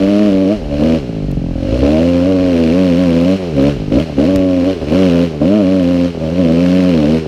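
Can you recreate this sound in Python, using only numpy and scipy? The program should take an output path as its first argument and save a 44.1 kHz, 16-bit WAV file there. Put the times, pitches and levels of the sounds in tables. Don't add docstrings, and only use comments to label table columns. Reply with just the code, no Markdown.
import sys
import numpy as np
from scipy import signal
from scipy.fft import rfft, irfft
from scipy.io import wavfile
from scipy.ndimage import uniform_filter1d

SR = 44100
rng = np.random.default_rng(int(sys.argv[2]) if len(sys.argv) > 2 else 0)


def invert_db(level):
    return 10 ** (np.asarray(level, dtype=float) / 20)


def dump_mix(stems):
    frames = np.atleast_2d(stems).T
    limited = np.clip(frames, -1, 1)
    pcm = np.round(limited * 32767).astype(np.int16)
    wavfile.write(sys.argv[1], SR, pcm)


N = 320607
TIME = np.arange(N) / SR
HEAT_S = 0.59

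# time in seconds, load on the engine in dB,
# body shading the silencer in dB, leaning over the exhaust chamber in dB.
RIDER = [(0, -0.8, -2, -3.5), (.25, -1.7, 7, -2), (.43, -1, -3, -4.5), (.9, 0.65, 2.5, -1),
         (1.38, 0.5, 3.3, 8), (1.76, 3, -18.5, -5), (2.0, 1.8, -8, 1.5), (2.55, 0.76, 4, -5.5),
         (2.8, .3, 4, 2), (3.3, 0.67, -3, 2.2), (3.7, 1.03, 4.5, 7), (4.42, 0, -9.5, -5),
         (4.65, -0.17, 5.5, -11), (5.05, 1, 4, 4.5), (5.6, -0.46, 2, -1), (6.0, 0, 0.3, -2),
         (6.7, -0.04, 5.5, 3.5), (7.27, 0.5, 5.5, 1.5)]


def exhaust(hz, turns, throttle, misfire, luck):
    # level with throttle shut in dB, level with it open in dB,
    # dB per 10 Hz above cruising speed when shut, the same when open, share of the load (dB per dB).
    note_law = (-25.5, -11, -0.8, -0.63, 0.1)
    thump_law = (-31.5, -26, -0.5, 0, 2.1)
    boom_law = (-25, -16.5, 0.12, 3.0, -1.8)
    overtone_law = (-22, -15.5, 1.84, 0.8, 1.15)
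    untuned_law = (1, -11, 3.1, 1.6, 4.4)
    eager = (1.22, 0.2, 0.49, 0.77)
    _, shade_db, lean_db = columns(RIDER)
    shut = 1 - throttle

    change = throttle - lagged(throttle, 0.056)
    starve_db = -5 * np.clip(-change, 0, 1) * shut
    snap_db = 2.5 * np.clip(change, 0, 1) * throttle ** 2
    laws = (note_law, thump_law, boom_law, overtone_law)
    note_db, thump_db, boom_db, overtone_db = [
        level_db(law, hz, throttle ** power) + starve_db + snap_db for law, power in zip(laws, eager)]
    untuned_db = level_db(untuned_law, hz, throttle) + shade_db
    boom_db = boom_db + lean_db
    cold_db = 3.5 * (1 - lagged(throttle, HEAT_S))
    lug_db = 9.5 * misfire
    thump_db = thump_db + throttle * (cold_db + lug_db)

    cycle, angle = turns.astype(int), turns % 1
    note_order, overtone_order = tuning(hz, throttle)
    uneven = .12 + .3 * shut + .6 * misfire
    late = .1 + .035 * uneven * luck[cycle, 0]
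    size = invert_db(7.0 * uneven * luck[cycle, 1])
    pulse, first, second = [
        size * np.exp(-((angle - late - k / note_order) / .018) ** 2) for k in range(3)]
    gas = rng.standard_normal(N) * size * (angle > late)
    gas *= np.exp(-angle / (.3 + 2.5 * throttle))
    gas *= 1.0 + .1 * shut + 1.2 * misfire
    drive = levelled(pulse - pulse.mean()) + gas
    echoes = throttle * (0.081 * first + 0.094 * second)
    echoed = levelled(pulse + echoes) + gas

    thump = band(drive, 50, 127)
    boom_hz = np.clip(2 * hz, 150, 215)
    boom = resonate(resonate(drive, boom_hz, 51), boom_hz, 47)
    note_hz, overtone_hz = hz * note_order, hz * overtone_order
    note = resonate(resonate(echoed, note_hz, 123), note_hz, 162)
    overtone = resonate(resonate(drive, overtone_hz, 76), overtone_hz, 57)
    overtone *= .03 + .97 * throttle ** 2
    overtone += invert_db(-25.5) * (1 - throttle ** 2) * resonate(drive, overtone_hz, 177)
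    drift_db = 3.0 * np.array([wander(1, 3.5) for _ in range(3)])
    between = band(drive, 334, 466.0, order=3)
    overtone += throttle ** 2 * invert_db(-6.5 + drift_db[1]) * band(drive, 440, 488.5)
    overtone += throttle ** 2 * invert_db(-11.5 + drift_db[2]) * band(drive, 588, 640.3, order=3)

    parts = (thump, -boom, note, between, overtone)
    levels = (thump_db, boom_db, note_db, note_db + untuned_db, overtone_db)
    mixed = sum(invert_db(db) * levelled(part) for part, db in zip(parts, levels))
    silencer = signal.butter(4, 740, fs=SR, output="sos")
    leak_db = overtone_db - 30 + drift_db[0]
    return signal.sosfilt(silencer, mixed) + invert_db(leak_db) * levelled(band(drive, 800, 1350))


def rasp(hz, turns, throttle, luck):
    # time in seconds, strain in dB.
    strain = [(0, .6), (.24, 2.5), (.42, -3), (.85, 0.5), (1.5, -2.4), (1.86, 0.5), (2.35, -3), (2.63, 1),
              (3.3, 0.5), (3.68, 2), (4.2, 1.5), (4.47, -4.5), (4.68, -0.4), (5.0, 3.5), (5.45, -1.5),
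              (6.5, -0.5), (6.7, 2.5), (7.27, 0.6)]
    # level with throttle shut in dB, level with it open in dB,
    # dB per 10 Hz above cruising speed when shut, the same when open, share of the load (dB per dB).
    rasp_law = (-37, -30.5, 1.1, 0.4, 0.98)
    # frequency in Hz, level in dB per Hz.
    rasp_colour = [(470, -32), (800, -0.5), (872, -8), (986, -7.5), (1130, -6.5), (1560, -7), (1970, -9.5),
                   (2880, -4.5), (3550, -12.5), (4320, -14), (5400, -14), (7620, -26), (9510, -30),
                   (13600, -40.5), (15200, -38)]
    strain_db = columns(strain)[0]

    share_shut = 0.027
    share_open = 0.27 + 0.0149 * strain_db
    share = np.clip(share_shut + (share_open - share_shut) * throttle, 0, 1)
    cycle = (turns - .37).astype(int)
    since = (turns - .37) % 1 / hz
    size = invert_db(1.8 * luck[cycle, 2])
    burst = np.exp(-since / .0022) * (1 - np.exp(-since / .00015)) * size
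    slap = levelled(np.diff(cycle, prepend=cycle[0]) * size)
    hiss = rng.standard_normal(N)
    cracks = levelled(burst) * rng.standard_normal(N) + .8 * slap
    cracks += 0.92 * band(cracks * invert_db(2.1 * luck[cycle, 3]), 9240, 21000)
    chirp_hz = 1500 + 1600 * np.clip(since / 0.00054, 0, 1)
    cracks += 0.97 * resonate(cracks, chirp_hz, 1600)
    both = np.sqrt(1 - share) * hiss + np.sqrt(share) * cracks
    both += 1.04 * resonate(both, 4190, 300) + 0.14 * resonate(both, 2280, 330)
    rasp_db = strain_db + level_db(rasp_law, hz, lagged(throttle, 0.011))
    return invert_db(rasp_db) * levelled(coloured(both, rasp_colour), size=5000)


def twist():
    # opens at in seconds, roll-on time in seconds,
    # shuts at in seconds, opening 0-1, misfire 0-1.
    twists = [(-.1, .05, .55, 1, 0), (.69, .03, .9, .55, .2), (.72, .1, .98, 1, 0),
              (1.52, .2, 1.85, .6, .7), (1.8, .03, 3.355, 1, 0), (3.535, .05, 3.715, 1, 0),
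              (3.9, .02, 4.025, 1, .5), (4.16, .02, 4.73, 1, 0), (4.79, .03, 4.86, .2, .8),
              (4.855, .02, 5, .5, .2), (4.86, .07, 5.265, 1, 0), (5.398, .02, 6.085, 1, 0),
              (6.195, .02, 6.45, .42, .2), (6.29, .12, 7.19, 1, 0)]
    s, roll, shut, opening, misfire = np.transpose(twists)[:, :, None]
    held = np.clip(np.minimum((TIME - s) / roll, (shut - TIME) / 0.061 + .5), 0, 1)
    return np.clip((held * opening).max(0), 0, 1), np.clip((held * misfire).max(0), 0, 1)


def speed():
    # time in seconds, firings per second in Hz.
    grip = [(0.0, 95.6), (0.44, 95.5), (0.62, 75.6), (1.06, 58.0), (1.39, 43.0), (1.61, 43.2), (2.05, 87.0),
            (2.47, 89.1), (2.65, 80.1), (3.23, 84.0), (3.62, 65.8), (3.87, 48.1), (4.16, 65.9),
            (4.57, 89.5), (4.84, 72.5), (5.41, 67.9), (6.17, 79.3), (7.27, 70.1)]
    # peak time in seconds,
    # extra firings per second in Hz, rise in seconds, fall in seconds.
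    flares = [(0.25, 9.2, 0.294, 0.085), (0.546, 22.4, 0.1, 0.103), (0.936, 17.9, 0.23, 0.156),
              (1.734, 4.3, 0.098, 0.343), (2.303, 7.5, 0.084, 0.105), (2.417, 2.7, 0.092, 0.156),
              (2.81, 13.1, 0.136, 0.157), (3.009, 9.3, 0.091, 0.114), (3.378, 19.1, 0.198, 0.127),
              (3.492, 9.6, 0.098, 0.083), (3.708, 12.6, 0.126, 0.12), (4.025, 23.8, 0.12, 0.166),
              (4.306, 20.3, 0.128, 0.221), (4.493, 5.9, 0.15, 0.09), (4.702, 14.6, 0.09, 0.112),
              (5.009, 24.6, 0.154, 0.193), (5.209, 17.1, 0.147, 0.241), (5.562, 37.0, 0.192, 0.164),
              (5.723, 21.6, 0.103, 0.142), (5.878, 12.8, 0.182, 0.171), (6.043, 10.3, 0.165, 0.185),
              (6.393, 14.2, 0.136, 0.108), (6.687, 14.4, 0.285, 0.173), (6.86, 17.5, 0.194, 0.185),
              (7.154, 9.5, 0.149, 0.224)]
    hz = columns(grip)[0]
    for s, extra, rise, fall in flares:
        away = np.clip(np.maximum((s - TIME) / rise, (TIME - s) / fall), 0, 1)
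        hz = hz + extra * np.cos(np.pi * away / 2) ** 2
    return hz


def crank():
    hz = speed()
    return hz, np.cumsum(hz * (1 + .007 * wander(6, 14))) / SR


def tuning(hz, throttle):
    pipe_hz, upper_hz = 264.7, 534.4
    lock_hz = 77.96 + 17.8 * (1 - lagged(throttle, HEAT_S))
    free = np.clip((lock_hz - hz) / 6.5, 0, 1)
    note_order = 3 + free * (pipe_hz / hz - 3)
    overtone_order = 6 + free * (np.maximum(upper_hz / hz, 7.62) - 6)
    return note_order, overtone_order


def level_db(law, hz, throttle):
    shut_db, open_db, shut_slope, open_slope, share = law
    faster = (hz - 88) / 10
    shut = shut_db + shut_slope * faster
    wide = open_db + open_slope * faster
    return shut + (wide - shut) * throttle + share * columns(RIDER)[0]


def strikes():
    # time in seconds, peak level in dB, knock level against the peak in dB.
    hits = [
        (1.314, -52.5, 8.5),
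        (1.581, -67, 0),
        (3.624, -44.5, -8),
        (4.3592, -43, 12),
        (4.3677, -52, -6),
    ]
    # time in seconds, level in dB, pitch in Hz,
    # time to fade by 60 dB in seconds.
    thud = (4.352, -10, 60, .14)
    out, t = np.zeros(N + SR), np.arange(6000) / SR
    for (s, db, knock_db), noise in zip(hits, rng.standard_normal((len(hits), 6000))):
        snap = noise * invert_db(-60 * t / 0.024) * (1 + 1.76 * (t < .005))
        tick = band(snap, 6000, 16000, order=1)
        knock = invert_db(knock_db + 9.0) * band(snap, 1500, 4600, order=1)
        out[round(s * SR):][:6000] += invert_db(db) * (tick + knock)
    s, db, hz, t60 = thud
    bent = t + .019 * (1 - np.exp(-t / .0086))
    fade = invert_db(db - 60 * t / t60) * (1 - np.exp(-t / 0.0029))
    out[round(s * SR):][:6000] += fade * np.sin(2 * np.pi * hz * bent)
    return out[:N]


def wind():
    # start in seconds, length in seconds, level in dB.
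    gusts = [(-.1, 0.23, -31), (0.233, .2, -34), (0.497, .4, -23.5), (.9, 0.15, -30), (1.08, 0.66, -21),
             (1.803, .12, -37), (2.2, .15, -35), (2.37, 0.12, -29), (2.55, 0.39, -40), (2.97, 0.13, -37),
             (3.35, .2, -43), (3.6, .4, -26), (4.02, 0.29, -39), (4.315, 0.1, -22.5), (4.6, .4, -38),
             (5.25, 0.3, -43), (5.9, .5, -46)]
    rumble = band(rng.standard_normal(N), 32, 60, order=3) * invert_db(2.2 * wander(2.5, 12))
    s, length, db = np.transpose(gusts)[:, :, None]
    swell = invert_db(db) * np.sin(np.pi * np.clip((TIME - s) / length, 0, 1))
    calm = invert_db(-51.5)
    return (calm + swell.sum(0)) * levelled(rumble, size=4000)


def columns(rows):
    s, *values = np.transpose(rows)
    return [np.interp(TIME, s, v) for v in values]


def levelled(x, size=2600):
    power = uniform_filter1d(uniform_filter1d(x ** 2, size), size)
    return x / np.sqrt(abs(power) + 1e-12)


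def lagged(x, seconds):
    r = np.exp(-1 / (seconds * SR))
    return signal.lfilter([1 - r], [1, -r], x - x[0]) + x[0]


def wander(low_hz, high_hz):
    return levelled(band(rng.standard_normal(N), low_hz, high_hz, order=1), size=N // 2)


def resonate(x, hz, width_hz):
    turn = np.exp(2j * np.pi * np.cumsum(hz * np.ones(N)) / SR)
    r = np.exp(-np.pi * width_hz / SR)
    return 2 * (turn * signal.lfilter([1 - r], [1, -r], x / turn)).real


def band(x, low_hz, high_hz, order=2):
    return signal.sosfilt(signal.butter(order, [low_hz, high_hz], "band", fs=SR, output="sos"), x)


def coloured(x, points):
    hz = np.fft.rfftfreq(N, 1 / SR)
    f, db = np.transpose(points)
    return irfft(rfft(x) * invert_db(np.interp(np.log(hz + 1), np.log(f), db)), N)


def scene():
    hz, turns = crank()
    throttle, misfire = twist()
    luck = np.clip(rng.standard_normal((900, 4)), -2.5, 2.5)
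    engine = exhaust(hz, turns, throttle, misfire, luck) + rasp(hz, turns, throttle, luck)
    return (engine + strikes() + wind())[None]


def band_limit(x):
    return signal.sosfilt(signal.butter(12, 15340, fs=SR, output="sos"), x)


def record(dry):
    ceiling = 1.05
    rounded = ceiling * np.tanh(dry / ceiling)
    mix = signal.sosfilt(signal.butter(2, 28, "high", fs=SR, output="sos"), rounded)
    return band_limit(mix)


dry = scene()
out = record(dry)
dump_mix(out)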